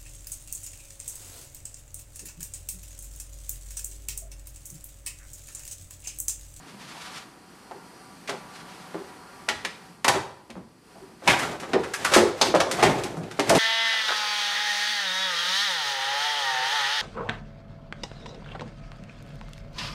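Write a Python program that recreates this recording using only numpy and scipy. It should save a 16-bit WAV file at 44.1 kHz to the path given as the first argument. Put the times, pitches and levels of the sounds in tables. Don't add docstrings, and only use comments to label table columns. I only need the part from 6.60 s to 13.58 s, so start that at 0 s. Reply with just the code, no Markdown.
import sys
import numpy as np
from scipy import signal
from scipy.fft import rfft, irfft, next_fast_len
from scipy.io import wavfile
from scipy.ndimage import uniform_filter1d

SR = 44100
rng = np.random.default_rng(int(sys.argv[2]) if len(sys.argv) > 2 else 0)


def rack_gain(trim_db):
    fader = np.asarray(trim_db, float)
    return 10 ** (fader / 20)


def int16_out(signal):
    q = np.round(np.clip(np.atleast_2d(signal).T, -1, 1) * 32767)
    wavfile.write(sys.argv[1], SR, q.astype(np.int16))


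N = 307950
SPAN = 24576
HZ = np.fft.rfftfreq(SPAN, 1 / SR) + 1e-3
T = np.arange(SPAN) / SR

# mode_hz, level_db, t60_s
LEAF_MODES = [(132.2, -6.5, 0.9), (181.3, -1.5, 0.14), (226, -3.5, 0.26), (301, 0.5, 0.063),
              (336, -0.5, 0.13), (360.3, -0.5, 0.062), (406, 2.5, 0.045), (450, -18, 0.59),
              (525, -1, 0.035), (610, -19, 0.24), (651, -14, 0.14), (771, -9, 0.05), (840, 0, 0.028),
              (916, -3.5, 0.034), (969, -8.5, 0.12), (1077, -15, 0.6)]
# start_s, peak_db, strongest_region_hz, upper_modes_db
KICKS = [(1.111, -30.5, 810, 0), (1.15, -39, 410, -23), (1.69, -26, 390, 17), (2.398, -31, 370, -27),
         (2.884, -25.5, 800, 10), (3.045, -31, 810, 30), (3.539, -20, 413, 5), (3.579, -28.5, 900, -10),
         (3.979, -36, 225, -5), (4.408, -40, 400, -17), (4.489, -48, 237, -1), (4.937, -29, 260, 35),
         (5.025, -32, 336, 19), (5.235, -47, 393, 10), (5.445, -35, 1070, -16), (5.517, -18, 525, 5),
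         (5.619, -11.5, 433, -20), (5.739, -30, 543, -19), (5.813, -11, 920, 9), (5.941, -7.5, 564, 7),
         (6.001, -16.5, 670, -5), (6.069, -23, 546, 4), (6.117, -28, 307, -17), (6.229, -5.5, 800, 10),
         (6.259, -14.5, 360, -3), (6.791, -14.5, 324, 7)]
# start_s, peak_db, strongest_region_hz, upper_modes_db
SHOVES = [(0.134, -42, 184, -14), (0.351, -39.5, 850, -17), (1.725, -31.5, 450, 13), (2.345, -24, 357, 2),
          (3.447, -15, 1010, 3), (3.48, -11, 874, -1), (3.898, -37.5, 230, 6), (3.955, -34, 195, 2),
          (4.355, -42.5, 714, -15), (4.622, -36, 530, 22), (4.675, -11, 940, -2), (4.719, -21, 770, -8),
          (4.828, -29.5, 420, 7), (5.135, -13.5, 368, 0.5), (5.154, -15.5, 450, -6), (5.18, -22, 388, 9),
          (5.562, -4.5, 348, 9), (5.594, -45, 374, -27), (5.653, -24.5, 444, -5), (5.859, -25, 357, -38),
          (6.188, -18, 730, -8), (6.329, -36, 870, -9), (6.437, -25, 380, -6), (6.571, -26.5, 170, -1),
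          (6.902, -9, 655, 4), (6.952, -15, 366, 9)]
KICK, SHOVE = (-29, 0.021), (-1.5, 0.02)  # boom_db, rattle_s

# ring_hz, level_db
FRAME_RINGS = [(1360, -9), (1640, -23), (2080, -12), (2540, -5.5), (3470, -9.5), (3780, -3.5), (4500, -7.5),
               (5300, -2.5), (6160, -4.5), (8300, -5), (9900, -0.5)]
# start_s, peak_db, ring_hz, hard_edge_db
SNAPS = [(1.1117, -43.5, 1244, -23), (1.6938, -23, 1320, -17), (2.8874, -11, 1810, -19.5),
         (3.049, -18, 1900, -19.5), (3.4447, -14.5, 2000, -11), (3.481, -7.5, 1760, -8.5),
         (3.902, -35.5, 2470, -12), (5.1334, -18, 1800, -54), (5.8137, -7, 4370, -18),
         (6.0021, -12, 1210, -20), (6.1128, -16.5, 1350, -6), (6.4364, -23, 2350, -4),
         (6.6338, -40, 2500, -14), (6.712, -30.5, 1500, -13), (6.795, -14, 1940, -15),
         (6.8945, -10.5, 1800, -4.5)]
# start_s, peak_db, ring_hz, hard_edge_db
JUDDERS = [(1.6746, -29, 2230, -17), (3.5374, -25.5, 1270, -33), (4.636, -44, 1410, -18),
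           (4.998, -32, 1780, -9), (5.5184, -19.5, 1360, -14), (5.5359, -7, 1300, -12.5),
           (5.5607, -14.5, 1840, -9), (5.9462, -18.5, 1400, -21), (6.1925, -24, 1200, -43),
           (6.2262, -11.5, 2020, -14.5), (6.5668, -43, 1370, 2), (6.9496, -16.5, 2590, -5)]
# start_s, peak_db, ring_hz, hard_edge_db
CLACKS = [(2.3386, -39.5, 1260, -30), (3.9687, -57, 1260, -8), (4.6757, -7.5, 2400, -17.5),
          (4.6988, -12, 2140, -16), (4.7304, -20, 1530, -37), (4.7896, -21.5, 1800, -11),
          (4.8301, -21.5, 1240, -22), (5.03, -29, 1280, -32), (5.2336, -27.5, 1440, -20),
          (5.3362, -19, 1630, -8.5), (5.4464, -12, 1365, -14)]
SNAP, JUDDER, CLACK = (-3.5, 0.0054), (-3.5, 0.015), (-32, 0.0098)  # thin_rim_db, rattle_s

# start_s, effort_db, sharpness_db
SCUFFLE_BOUTS = [
    [(4.6, -67, 5), (4.69, -25, -1), (4.82, -31.5, 1.5), (4.98, -42.5, -2.5), (5.24, -41.5, -2.5),
     (5.35, -47.5, 2), (5.53, -32, 4.5), (5.72, -40, -4)],
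    [(5.73, -55, 5), (5.87, -25, 3.5), (6.03, -42.5, -13), (6.12, -34.5, 5), (6.28, -29, -6.5),
     (6.47, -35, -2), (6.61, -46.5, -10), (6.81, -46, 3), (6.95, -21, -2.5)],
]
# freq_hz, density_db (per Hz)
SCUFFLE_COLOUR = [(15, -59), (25, -34), (81, -9), (139, -6), (304, -6), (357, -3), (480, -9), (843, -9.5),
                  (1020, -15), (8050, -26.5), (15300, -41)]
# start_s, build_s, fade_s, peak_db
FUR_STROKES = [
    (0.02, 0.11, 0.054, -41),
    (0.15, .43, .12, -33),
    (1.88, 0.13, 0.13, -38.5),
    (2.05, 0.13, 0.44, -42.5),
    (2.3, 0.18, 0.25, -48),
]
# freq_hz, density_db (per Hz)
FUR_COLOUR = [(240, -43), (400, -31), (480, -29), (510, -8), (756, -6), (1070, -1), (4460, -3),
              (11400, -16.5), (15000, -34)]
# start_s, peak_db, centre_hz
SHUDDERS = [(1.702, -47, 149), (2.89, -49, 80), (3.5, -38, 115), (3.9, -56, 60), (3.961, -50, 150),
            (5.152, -48, 90), (5.581, -38, 89), (6.24, -34, 170), (6.551, -37, 136)]

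# freq_hz, density_db (per Hz)
BED_COLOUR = [(15, -56), (25, -34), (48, -14), (119, -12.5), (164, -9.5), (239, -6.5), (259, -5.5),
              (419, -9), (627, -18), (680, -14.5), (964, -14.5), (3500, -20.5), (4460, -22.5),
              (9710, -25.5), (15300, -33)]
# centre_hz, width_hz, level_db
BED_PEAKS = [(170.5, 76, 11), (754, 35, 7.5), (975, 17, 11.5), (1169, 10, 13), (1398, 12, 12),
             (1890, 27, 3), (4400, 500, 8), (4940, 450, 7), (5800, 270, 6), (8040, 940, 2), (9300, 1500, 5),
             (11450, 360, 1)]
# level_db, level_share (how strongly the layer follows the background level, ratio)
BED_LAYERS = [
    (-49.5, 0.43),
    (-46.5, 1.45),
    (-49, 0.83),
]
# time_s, level_db
BED_LEVEL = [(0, 0.5), (.16, -1), (.48, 1.5), (.61, 1), (.75, -2.5), (1.43, -0.5), (1.86, 1.5), (2.2, 1.5),
             (2.8, 0.5), (3.25, -0.5), (3.48, -6), (3.72, -5.5), (3.9, -9.5), (4.08, -9), (4.22, -9.5),
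             (4.28, -5), (4.45, -2.5), (4.7, -7.5)]
# freq_hz, t60_s
ROOM_T60 = [(100, 0.33), (260, 0.35), (700, 0.67), (1800, 0.46), (4800, 0.47), (12000, 0.33)]
# freq_hz, gain_db
MICROPHONE = [(25, 4), (60, -1.5), (150, -0.5), (8000, -5.5), (11000, -5), (13000, -7.5), (14500, -6),
              (15400, -19)]


def on_log(hz, table):
    f, v = np.transpose(table)
    return np.interp(np.log(hz), np.log(f), v)


def bell(hz, centre_hz, octaves):
    return np.exp(-.5 * (np.log2(hz / centre_hz) / octaves) ** 2)


def thirds(hz):
    low, high = (1 / np.sqrt(1 + (hz / f) ** 6) for f in (600, 1800))
    return low, np.sqrt(1 - low ** 2) * high, np.sqrt(1 - high ** 2)


def noise(shape):
    size = next_fast_len(N)
    white = rfft(rng.standard_normal(size))
    x = irfft(white * shape(np.fft.rfftfreq(size, 1 / SR) + 1), size)[:N]
    return x / x.std()


def walk(rate_hz):
    k = int(SR / rate_hz)
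    steps = np.repeat(rng.standard_normal(N // k + 1), k)
    w = uniform_filter1d(uniform_filter1d(steps, k), k)[:N]
    return w / w.std()


def causal(gain):
    cepstrum = irfft(np.log(gain + 1e-5), SPAN)
    cepstrum[1:SPAN // 2] *= 2
    cepstrum[SPAN // 2 + 1:] = 0
    return np.exp(rfft(cepstrum))


def room(direct_db):
    tail = 0
    for hz in 60 * 2. ** np.arange(9):
        band = irfft(rfft(rng.standard_normal(SPAN)) * bell(HZ, hz, .5), SPAN)
        early_t60_s = np.clip(0.048 * (hz / 1000) ** -.1, .02, 1)
        late_t60_s = np.clip(on_log(hz, ROOM_T60), .1, 1.2)
        tail = tail + band * (rack_gain(-60 * T / early_t60_s) + rack_gain(-10.5 - 60 * T / late_t60_s))
    tail = tail * (1 - np.exp(-T / 0.0036)) / np.sqrt(np.sum(tail ** 2))
    tail[0] = rack_gain(direct_db)
    return rfft(tail)


def rattle(length_s, per_s, first):
    when, force = rng.random(8192), rng.standard_normal(8192)
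    t = T[:8192] / max(length_s, 5e-4)
    hits = (when < per_s / SR) * force * (1 - np.exp(-t / 0.047)) * np.exp(-t ** 1.07)
    hits[0] = first / length_s
    return rfft(hits, SPAN)


def add(out, s, peak_db, path, colour, grain_bins):
    power = uniform_filter1d(np.abs(path) ** 2, grain_bins)
    broad = np.sqrt(uniform_filter1d(power, grain_bins))
    hit = irfft(path * causal(colour * broad.mean() / broad), SPAN)
    i = int(s * SR)
    loud = np.sqrt(uniform_filter1d(hit ** 2, size=256).max())
    out[i:i + SPAN] += (hit * rack_gain(peak_db) / loud)[:N - i]


def by_time(*kinds):
    return sorted(row + traits for table, traits in kinds for row in table)


def door():
    out, spaces = np.zeros(N), [room(direct_db=2.5) for _ in range(3)]
    f, db, t60 = np.transpose(LEAF_MODES)
    fade = np.log(1000) / np.clip(t60, .05, .5)[:, None]
    low = HZ[:SPAN // 16]
    blows = by_time((KICKS, KICK), (SHOVES, SHOVE))
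    for k, (s, peak_db, hz, upper_db, boom_db, length_s) in enumerate(blows):
        sway = rng.standard_normal((2, len(f)))
        reach = bell(HZ, hz, 0.63) + rack_gain(11) * bell(HZ, hz, 0.15)
        reach = reach + rack_gain(upper_db + 3.0) * bell(HZ, 515, 1.0) + rack_gain(boom_db + 1.0) * bell(HZ, 160, 0.48)
        gains = rack_gain(db + 4.0 * sway[0]) * np.sign(sway[1])
        pitch = f * (1 + 0.0096 * sway[1])
        body = np.full(len(HZ), rack_gain(7.5), complex)
        poles = fade + 2j * np.pi * (low - pitch[:, None])
        body[:len(low)] += (gains[:, None] * np.sqrt(fade) * 60 / poles).sum(axis=0)
        path = rattle(length_s, 700, .03) * body * spaces[k % 3]
        add(out, s, peak_db, path, reach, grain_bins=70)
    return out


def frame():
    out, spaces = np.zeros(N), [room(direct_db=0.5) for _ in range(3)]
    f, db = np.transpose(FRAME_RINGS)
    cracks = by_time((SNAPS, SNAP), (JUDDERS, JUDDER), (CLACKS, CLACK))
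    for k, (s, peak_db, hz, edge_db, rim_db, length_s) in enumerate(cracks):
        colour = rack_gain(-3.5) * bell(HZ, hz, 0.53) + rack_gain(-1.0) * bell(HZ, hz, 0.086)
        colour = colour + rack_gain(-4.5) * bell(HZ, 1490, 1.0)
        colour = colour + rack_gain(rim_db - 4.0) * bell(HZ, 3420, 0.77) + rack_gain(edge_db + 3.0) * bell(HZ, 6720, 0.56)
        sway = rng.standard_normal((2, len(f), 1))
        pitch = f[:, None] * (1 + .025 * sway[1])
        rings = rack_gain(db[:, None] - 8 + 5 * sway[0]) * bell(HZ, pitch, .03)
        chatter = rattle(1.67 * length_s, 9000, 0.014)
        add(out, s, peak_db, chatter * spaces[k % 3], colour * (1 + rings.sum(axis=0)), grain_bins=200)
    return out


def scuffle():
    size = next_fast_len(N)
    hz = np.fft.rfftfreq(size, 1 / SR) + 1
    contacts = rng.random(N) < 700 / SR
    force = rack_gain(4.5 * np.minimum(rng.exponential(size=N), 3.5)) * rack_gain(2.5 * walk(30))
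    knocks = contacts * force * np.sign(rng.standard_normal(N))
    smear = rfft(rng.standard_normal(SPAN) * rack_gain(-60 * T / 0.18), size)
    smear = smear / np.sqrt(uniform_filter1d(np.abs(smear) ** 2, size=150))
    heard = rfft(knocks, size) * smear * rack_gain(on_log(hz, SCUFFLE_COLOUR))
    s, effort_db, sharp_db = np.concatenate(SCUFFLE_BOUTS).T
    levels = effort_db - sharp_db, effort_db - 1, effort_db + sharp_db
    out = 0
    for share, db in zip(thirds(hz), levels):
        band = irfft(heard * share, size)[:N]
        out = out + rack_gain(np.interp(np.arange(N) / SR, s, db, left=-120)) * band / band.std()
    return out


def drag():
    t = np.arange(N) / SR
    gain = 0
    for s, build, fade, db in FUR_STROKES:
        rise = np.clip((t - s) / build, 0, 1) ** 0.51
        release = rack_gain(np.interp(t - s - build, [0, fade, 2 * fade], [0, -23, -120]))
        gain = gain + rack_gain(db) * rise * release
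    tufts = rack_gain(2 * walk(70) - 3.0)
    return gain * tufts * noise(lambda hz: rack_gain(on_log(hz, FUR_COLOUR)))


def shudder():
    out = np.zeros(N)
    rise_s, t60_s = 0.017, 0.6
    swell = (1 - np.exp(-T / rise_s)) ** 2 * rack_gain(-60 * T / t60_s)
    for s, peak_db, hz in SHUDDERS:
        wobble = irfft(rfft(rng.standard_normal(SPAN)) * bell(HZ, hz, 0.44), SPAN)
        i = int(s * SR)
        out[i:i + SPAN] += (rack_gain(peak_db) * wobble / wobble.std() * swell / swell.max())[:N - i]
    return out


def bed():
    level_db = np.interp(np.arange(N) / SR, *np.transpose(BED_LEVEL))
    rings_db = -3.5 + 0.28 * level_db
    out = 0

    def peaks(hz):
        return sum(rack_gain(g) / (1 + (2 * (hz - f) / w) ** 2) for f, w, g in BED_PEAKS)

    for k, (db, share) in enumerate(BED_LAYERS):
        plain = noise(lambda hz: rack_gain(on_log(hz, BED_COLOUR) - 2.6 * bell(hz, 3840, 0.12)) * thirds(hz)[k])
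        rings = noise(lambda hz: rack_gain(on_log(hz, BED_COLOUR)) * thirds(hz)[k] * peaks(hz))
        flicker, swell = rack_gain(.8 * walk(9)), rack_gain(1.2 * walk(6))
        out = out + rack_gain(db - 1.5 + share * level_db) * (flicker * plain + rack_gain(rings_db) * swell * rings)
    return out


def scene():
    return (door() + frame() + scuffle() + drag() + shudder() + bed())[None]


def roll_off(x):
    return signal.sosfilt(signal.butter(12, 15480, fs=SR, output="sos"), x)


def record(dry):
    size = next_fast_len(N)
    hz = np.fft.rfftfreq(size, 1 / SR) + 1
    colour = rack_gain(on_log(hz, MICROPHONE) - 19 * (hz > 15480))
    rounded = np.tanh(0.64 * dry) / 0.78
    heard = irfft(rfft(rounded, size) * colour, size)[:, :N]
    return roll_off(heard)


dry = scene()
out = record(dry)
int16_out(out)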